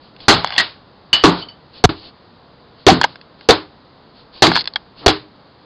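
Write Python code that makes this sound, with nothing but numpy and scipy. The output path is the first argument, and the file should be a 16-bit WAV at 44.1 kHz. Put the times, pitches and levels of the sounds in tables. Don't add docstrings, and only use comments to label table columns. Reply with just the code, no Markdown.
import sys
import numpy as np
from scipy import signal
from scipy.fft import rfft, irfft, next_fast_len
from scipy.io import wavfile
from scipy.ndimage import uniform_filter1d

SR = 44100
rng = np.random.default_rng(int(sys.argv[2]) if len(sys.argv) > 2 else 0)


def pcm_store(signal):
    levels = np.round(np.clip(np.atleast_2d(signal), -1, 1) * 32767)
    wavfile.write(sys.argv[1], SR, levels.astype(np.int16).T)


N = 249165
T = np.arange(round(.7 * SR)) / SR


# pitch_hz, level_db
NIGHT_TONE = [(15, -48.5), (25, -22), (38, -13), (146, -4), (255, -7), (285, -6), (319, -9), (436, -9),
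              (487, -7.5), (533, -9.5), (652, -11), (1040, -11), (2490, -26), (4650, -18), (5200, -27.5),
              (6760, -55), (11400, -120)]
# middle_s, level_db
SLEEVE_SWISHES = [(0.04, -49), (0.235, -39), (1.39, -31), (1.775, -40), (1.98, -41), (2.06, -39),
                  (2.815, -49.5), (3.11, -45), (3.43, -48), (4.19, -48), (4.375, -39), (5.01, -39.5)]
# pitch_hz, level_db
SLEEVE_TONE = [(200, -4), (900, -7), (2000, -15.5), (3000, -5), (3700, -4.5), (4500, 3), (5200, -9.5),
               (6500, -16.5)]
# start_s, level_db, spot_hz
HOUSING_CLICKS = [ (0.164, -34.5, 2800), (0.204, -30.5, 3020), (0.4456, -2.5, 900), (0.4738, -13, 3860),
                  (0.5051, -8.5, 1290), (0.5235, -9, 1400), (0.5636, -10, 3500), (1.166, -18, 4040),
                  (2.902, -3, 4060), (3.014, -1, 1550), (3.033, -11, 2780), (3.0406, 1.5, 1600),
                  (3.0441, -0.5, 860), (3.157, -25.5, 1730), (3.213, -33, 2800), (3.41, -31, 2600),
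                  (4.468, 1, 3930), (4.5169, -4.5, 830), (4.5567, -1.5, 1580), (4.5635, 1.5, 850),
                  (4.5744, -5.5, 862), (4.642, -27, 4100), (4.656, -23, 4130), (4.6750, -11, 4050),
                  (4.737, -33, 4480), (4.7586, -11.5, 3420), (4.7609, -11, 1620)]
# pitch_hz, level_db, decay_s
SHELL_MODES = [(810, 0, 0.0083), (945, -8, 0.023), (1550, -6.5, 0.013), (1653, -6.5, 0.018),
               (2106, -4.5, 0.013), (2800, -4.5, 0.01), (3420, -8, 0.028), (4390, 0, 0.006),
               (4480, 1.5, 0.0087), (4900, -7.5, 0.0098)]
# pitch_hz, level_db
PORCH_TONE = [(150, -14.5), (800, 7.5), (2500, -7), (4400, -1.5), (5500, -4), (9000, -9.5)]
# start_s, weight_db, hardness_db, thump_db, mount_db, decay_s, rock_hz, rock_db, flex_hz, flex_db
HAND_BLOWS = [ (0.2824, -9.5, -5, -16.5, -11.5, 0.31, 432, -9, 787, -4),
              (1.2380, -7.5, -16.5, -23, -6, 0.35, 289, 4, 1102, 2.5),
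              (1.8400, -3, -9, -7, -15, 0.16, 458, 12.5, 754, 13),
              (2.8661, -7.5, -12, -11, -8, 0.31, 387.3, 11.5, 700, -11.5),
              (2.8870, -20.5, -13, -39.5, -29, 0.17, 300, -13.5, 782, 15),
              (3.4890, -9.5, -11, -23, -11, 0.24, 448.4, 14, 749, 8.5),
              (4.4217, -11, -7.5, -20, -7.5, 0.31, 293, -4.5, 752, -0.5),
              (5.0620, -16.5, -8, -22, -13, 0.24, 402, 5.5, 706, 3.5),
              (5.0840, -16, -27.5, -31, -14, 0.13, 399, -3.5, 756, -12.5)]
# pitch_hz, level_db
CLATTER_TONE = [(40, -25), (80, -14.5), (130, -10), (170, -2), (205, -6), (300, 2.5), (460, -2), (600, -4),
                (800, -3), (1100, -2), (1500, -5.5), (2600, -10), (4400, -4), (5500, -14.5), (7000, -10),
                (11000, -9)]
# low_hz, high_hz
CLATTER_BANDS = [(45, 130), (130, 600), (600, 1500), (1500, 3300), (3300, 11000)]
# level_db, weight_share
BAND_DRIVE = [(-1.5, 1), (1, 0.68), (-2.5, 0.26), (3.5, 0.22)]
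# pitch_hz, level_db, decay_s
MOUNT_MODES = [(296.3, -9, 0.34), (316, 0.5, 0.27), (399.2, -5, 0.3), (444, -5, 0.22), (751.7, -0.5, 0.11),
               (871, -12.5, 0.2), (1022, -17, 0.29), (1040, -22.5, 0.076), (4070, -16, .14),
               (4290, -21, 0.093)]
# start_s, level_db
PANEL_THUDS = [(0.340, -16.5), (1.28, -7), (2.911, -3.5), (4.475, -8.5)]
# pitch_hz, level_db, decay_s
PANEL_MODES = [(172.9, -4.5, 0.24), (200, -7.5, 0.12), (261.6, -7, 0.26), (335, -1.5, 0.1)]
# (time_s, level_db)
HAND_SCRAPES = [(1300, [(0.43, -38), (0.465, -25.5), (0.50, -33), (0.53, -28.5), (0.578, -26.5)]),
                (4450, [(4.52, -28.5), (4.535, -19.5), (4.56, -13), (4.59, -17.5), (4.615, -23),
                (4.628, -41)])]
# start_s, hardness_db, decay_s, flex_hz, flex_db
KNUCKLE_RAPS = [(0.5796, -6.5, .12, 1928, 0.5), (0.5971, -16, 0.29, 1927, -4.5),
                (1.1298, -16, 0.37, 2972, 1.5)]
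# start_s, level_db, decay_s
METAL_BUZZES = [(1.13, -6, 0.09), (1.149, -17, 0.34), (1.416, -28, 0.12), (1.485, -33.5, 0.13)]
# pitch_hz, level_db, decay_s
METAL_MODES = [(2890, -7.5, 0.095), (2970, -6, 0.12), (3030, -12.5, 0.045), (3070, -6.5, 0.047),
               (3040, -5, 0.01), (4550, 7.5, 0.016)]
# start_s, end_s, gain_db, rebound_db
MIC_JAMS = [(1.857, 1.8913, -29.5, -5), (5.0715, 5.0793, -14.5, -4)]
# middle_s, level_db
AIR_PUFFS = [(5.046, -34.5)]
# pitch_hz, level_db
PUFF_TONE = [(50, -1), (300, 17), (1000, 10.5), (2000, -1.5), (5000, -40.5)]
# pitch_hz, gain_db
SIZZLE_TONE = [(4000, -20.5), (6000, -10.5), (7500, -7.5), (8800, -14.5), (11500, -17.5), (13000, -35.5)]
# pitch_hz, gain_db
FLAT_RANGE = [(50, 0), (4000, 0)]
# pitch_hz, gain_db
TREBLE_TONE = [(5000, -2), (6000, 3), (7500, -6), (8800, -13), (11500, -10.5), (12600, -23), (15500, -17.5)]


def amp(db):
    return 10 ** (np.asarray(db) / 20)


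def unit(x):
    return x / np.sqrt(np.mean(x ** 2) + 1e-20)


def add(mix, start_s, sound):
    part = mix[max(round(start_s * SR), 0):][:len(sound)]
    part += sound[:len(part)]


def colour(x, tone):
    hz, db = np.transpose(tone)
    size = next_fast_len(len(x) + 4096)
    bins_hz = np.fft.rfftfreq(size, 1 / SR)
    gain = amp(np.interp(np.log(bins_hz + 1), np.log(hz + 1), db))
    return irfft(rfft(x, size) * gain, size)[:len(x)]


def noise(tone, size):
    return unit(colour(rng.standard_normal(size), tone))


def lowpass(x, hz, size):
    return signal.oaconvolve(x, signal.firwin(size, hz, window="blackman", fs=SR), "same")


def fade(decay_s):
    return np.exp(-np.log(1000) * T / max(decay_s, 1e-3))


def rise(rise_s):
    return 1 - np.exp(-T / rise_s)


def ring(modes, scatter_db, detune, decay_scale=1):
    out = np.zeros(len(T))
    for hz, db, decay_s in modes:
        shift, strength, side = rng.standard_normal(3)
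        wave = np.sign(side) * np.sin(2 * np.pi * hz * (1 + detune * shift) * T)
        out += amp(db + scatter_db * strength) * fade(decay_s * decay_scale) * wave
    return out


def swells(events, tone, length_s):
    level = np.zeros(N)
    arch = np.sin(np.linspace(0, np.pi, round(length_s * SR)))
    for middle_s, db in events:
        add(level, middle_s - length_s / 2, amp(db) * arch)
    return level * noise(tone, N)


def night_hiss(level_db=-47.5):
    return amp(level_db) * noise(NIGHT_TONE, N)


def sleeve_swishes():
    return swells(SLEEVE_SWISHES, SLEEVE_TONE, length_s=0.11)


def click(spot_hz, decay_scale=1, spot_boost_db=8, spot_octaves=.17):
    boosted = [(hz, db + spot_boost_db * np.exp(-(np.log2(hz / spot_hz) / spot_octaves) ** 2), decay_s)
               for hz, db, decay_s in SHELL_MODES]
    shell = ring(boosted, scatter_db=2.0, detune=0.027, decay_scale=decay_scale)
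    snap = amp(-6) * noise(PORCH_TONE, len(T)) * fade(0.036 * decay_scale)
    contact = (shell + snap) * rise(0.00037)
    tilt_db = 7.5 * np.log2(spot_hz / 1400)
    tone = [(300, -16), (750, -tilt_db / 2), (1200, -tilt_db / 2), (4200, tilt_db / 2)]
    return amp(-2.5) * colour(contact, tone)


def housing_clicks(echo_db=-34.5, echo_decay_s=.28):
    out = np.zeros(N)
    for start_s, db, spot_hz in HOUSING_CLICKS:
        held = any(curve[0][0] < start_s < curve[-1][0] for _, curve in HAND_SCRAPES)
        echo = amp(echo_db) * noise(PORCH_TONE, len(T)) * fade(echo_decay_s)
        direct = click(spot_hz, decay_scale=0.49 if held else 1)
        add(out, start_s, amp(db) * (direct + echo))
    return out


def clatter(levels_db, decay_s):
    out = np.zeros(len(T))
    for k, (band, db) in enumerate(zip(CLATTER_BANDS, levels_db)):
        band_filter = signal.butter(4, band, "band", fs=SR, output="sos")
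        wash = signal.sosfilt(band_filter, noise(CLATTER_TONE, 2 * len(T)))[-len(T):]
        decay = fade(decay_s * (1.32 if k == 0 else 1))
        out += amp(db) * unit(wash * decay) / unit(decay).max()
    return out


def impact(weight_db, hardness_db, thump_db, decay_s, swings, wobble_hz=45):
    grip = unit(uniform_filter1d(rng.standard_normal(len(T)), size=150))
    swing = sum(amp(db) * np.sin(2 * np.pi * np.cumsum(hz + wobble_hz * grip) / SR) for hz, db in swings)
    swing *= fade(.3 * decay_s)
    upper_db = [db + share * weight_db + (1 - share) * hardness_db for db, share in BAND_DRIVE]
    landing = 1 + fade(0.15)
    return (swing + landing * clatter([thump_db] + upper_db, decay_s)) * rise(0.0008)


def hand_blows(snap_hz=3170, rebound_s=.018):
    out = np.zeros(N)
    for (start_s, weight_db, hardness_db, thump_db, mount_db, decay_s,
         rock_hz, rock_db, flex_hz, flex_db) in HAND_BLOWS:
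        swings = [(rock_hz, rock_db), (flex_hz, flex_db)]
        add(out, start_s, impact(weight_db, hardness_db, thump_db, decay_s, swings))
        add(out, start_s, amp(mount_db) * ring(MOUNT_MODES, scatter_db=-0.5, detune=0.012))
        snap_db = rock_db - 7
        add(out, start_s, amp(snap_db) * click(snap_hz))
        add(out, start_s + rebound_s, amp(snap_db - 0.5) * click(snap_hz))
    return out


def panel_thuds():
    out = np.zeros(N)
    for start_s, db in PANEL_THUDS:
        thud = ring(PANEL_MODES, scatter_db=-2.0, detune=0.026) * rise(0.0027)
        add(out, start_s, amp(db) * thud)
    return out


def hand_scrapes(slips_per_s=1400, uneven_db=4, click_kinds=6):
    out = np.zeros(N)
    shape = (click_kinds, N)
    for spot_hz, curve in HAND_SCRAPES:
        times_s, levels_db = np.transpose(curve)
        t = np.arange(times_s[0], times_s[-1], 1 / SR)
        sizes = rng.choice([-1, 1], shape) * amp(uneven_db * rng.uniform(-2.57, 2, shape))
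        slips = sizes * (rng.random(shape) < slips_per_s / click_kinds / SR)
        scrape = sum(signal.fftconvolve(row[:len(t)], click(spot_hz, decay_scale=.9)) for row in slips)
        level = amp(np.interp(t, times_s, levels_db))
        add(out, times_s[0], level * unit(scrape[:len(t)]))
    return out


def knuckle_raps(weight_db=-32, thump_db=-42):
    out = np.zeros(N)
    for start_s, hardness_db, decay_s, flex_hz, flex_db in KNUCKLE_RAPS:
        add(out, start_s, impact(weight_db, hardness_db, thump_db, decay_s, [(flex_hz, flex_db)]))
        add(out, start_s, amp(-9) * click(spot_hz=4800, decay_scale=0.75))
    return out


def metal_buzzes():
    out = np.zeros(N)
    for start_s, db, decay_s in METAL_BUZZES:
        chatter = rng.standard_normal(2 * len(T) - 1)
        buzz = signal.fftconvolve(chatter, ring(METAL_MODES, scatter_db=6.0, detune=0.003), "valid")
        level = fade(decay_s) * rise(0.002)
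        add(out, start_s, amp(db) * unit(buzz * level) / unit(level).max())
    return out


def microphone_jams(x, rebound_hz=62, rebound_decay_s=0.059):
    gain, rebound = np.ones(N), np.zeros(N)
    swing = fade(rebound_decay_s) * np.cos(2 * np.pi * rebound_hz * T)
    for start_s, end_s, gain_db, rebound_db in MIC_JAMS:
        gain[round(start_s * SR):round(end_s * SR)] = amp(gain_db)
        add(rebound, start_s, amp(rebound_db) * swing)
    return x * lowpass(gain, hz=400, size=81) + lowpass(rebound, hz=400, size=81)


def air_puff():
    return swells(AIR_PUFFS, PUFF_TONE, length_s=0.073)


def scene():
    background = night_hiss()
    arm = sleeve_swishes() + air_puff()
    hits = hand_blows() + knuckle_raps()
    loose_parts = panel_thuds() + metal_buzzes() + housing_clicks()
    return (background + arm + hits + loose_parts + hand_scrapes())[None]


def record(dry, headroom=1.4, clip_level=.89, sizzle_threshold_db=-12, hiss_db=-81):
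    muffled = lowpass(dry[0], hz=5260, size=301)
    sizzle = colour(dry[0] - muffled, SIZZLE_TONE)
    power = uniform_filter1d(muffled ** 2, round(0.017 * SR))
    sizzle_gain = power ** 2 / (power ** 2 + amp(sizzle_threshold_db) ** 4)
    x = muffled + sizzle_gain * sizzle
    x = headroom * np.tanh(x / headroom) / clip_level
    x = clip_level * x / (1 + x ** 10) ** (1 / 10)
    x = microphone_jams(x)
    x += amp(hiss_db) * rng.standard_normal(N)
    x = colour(x, FLAT_RANGE + TREBLE_TONE)
    return lowpass(x, hz=15850, size=401)[None]


dry = scene()
out = record(dry)
pcm_store(out)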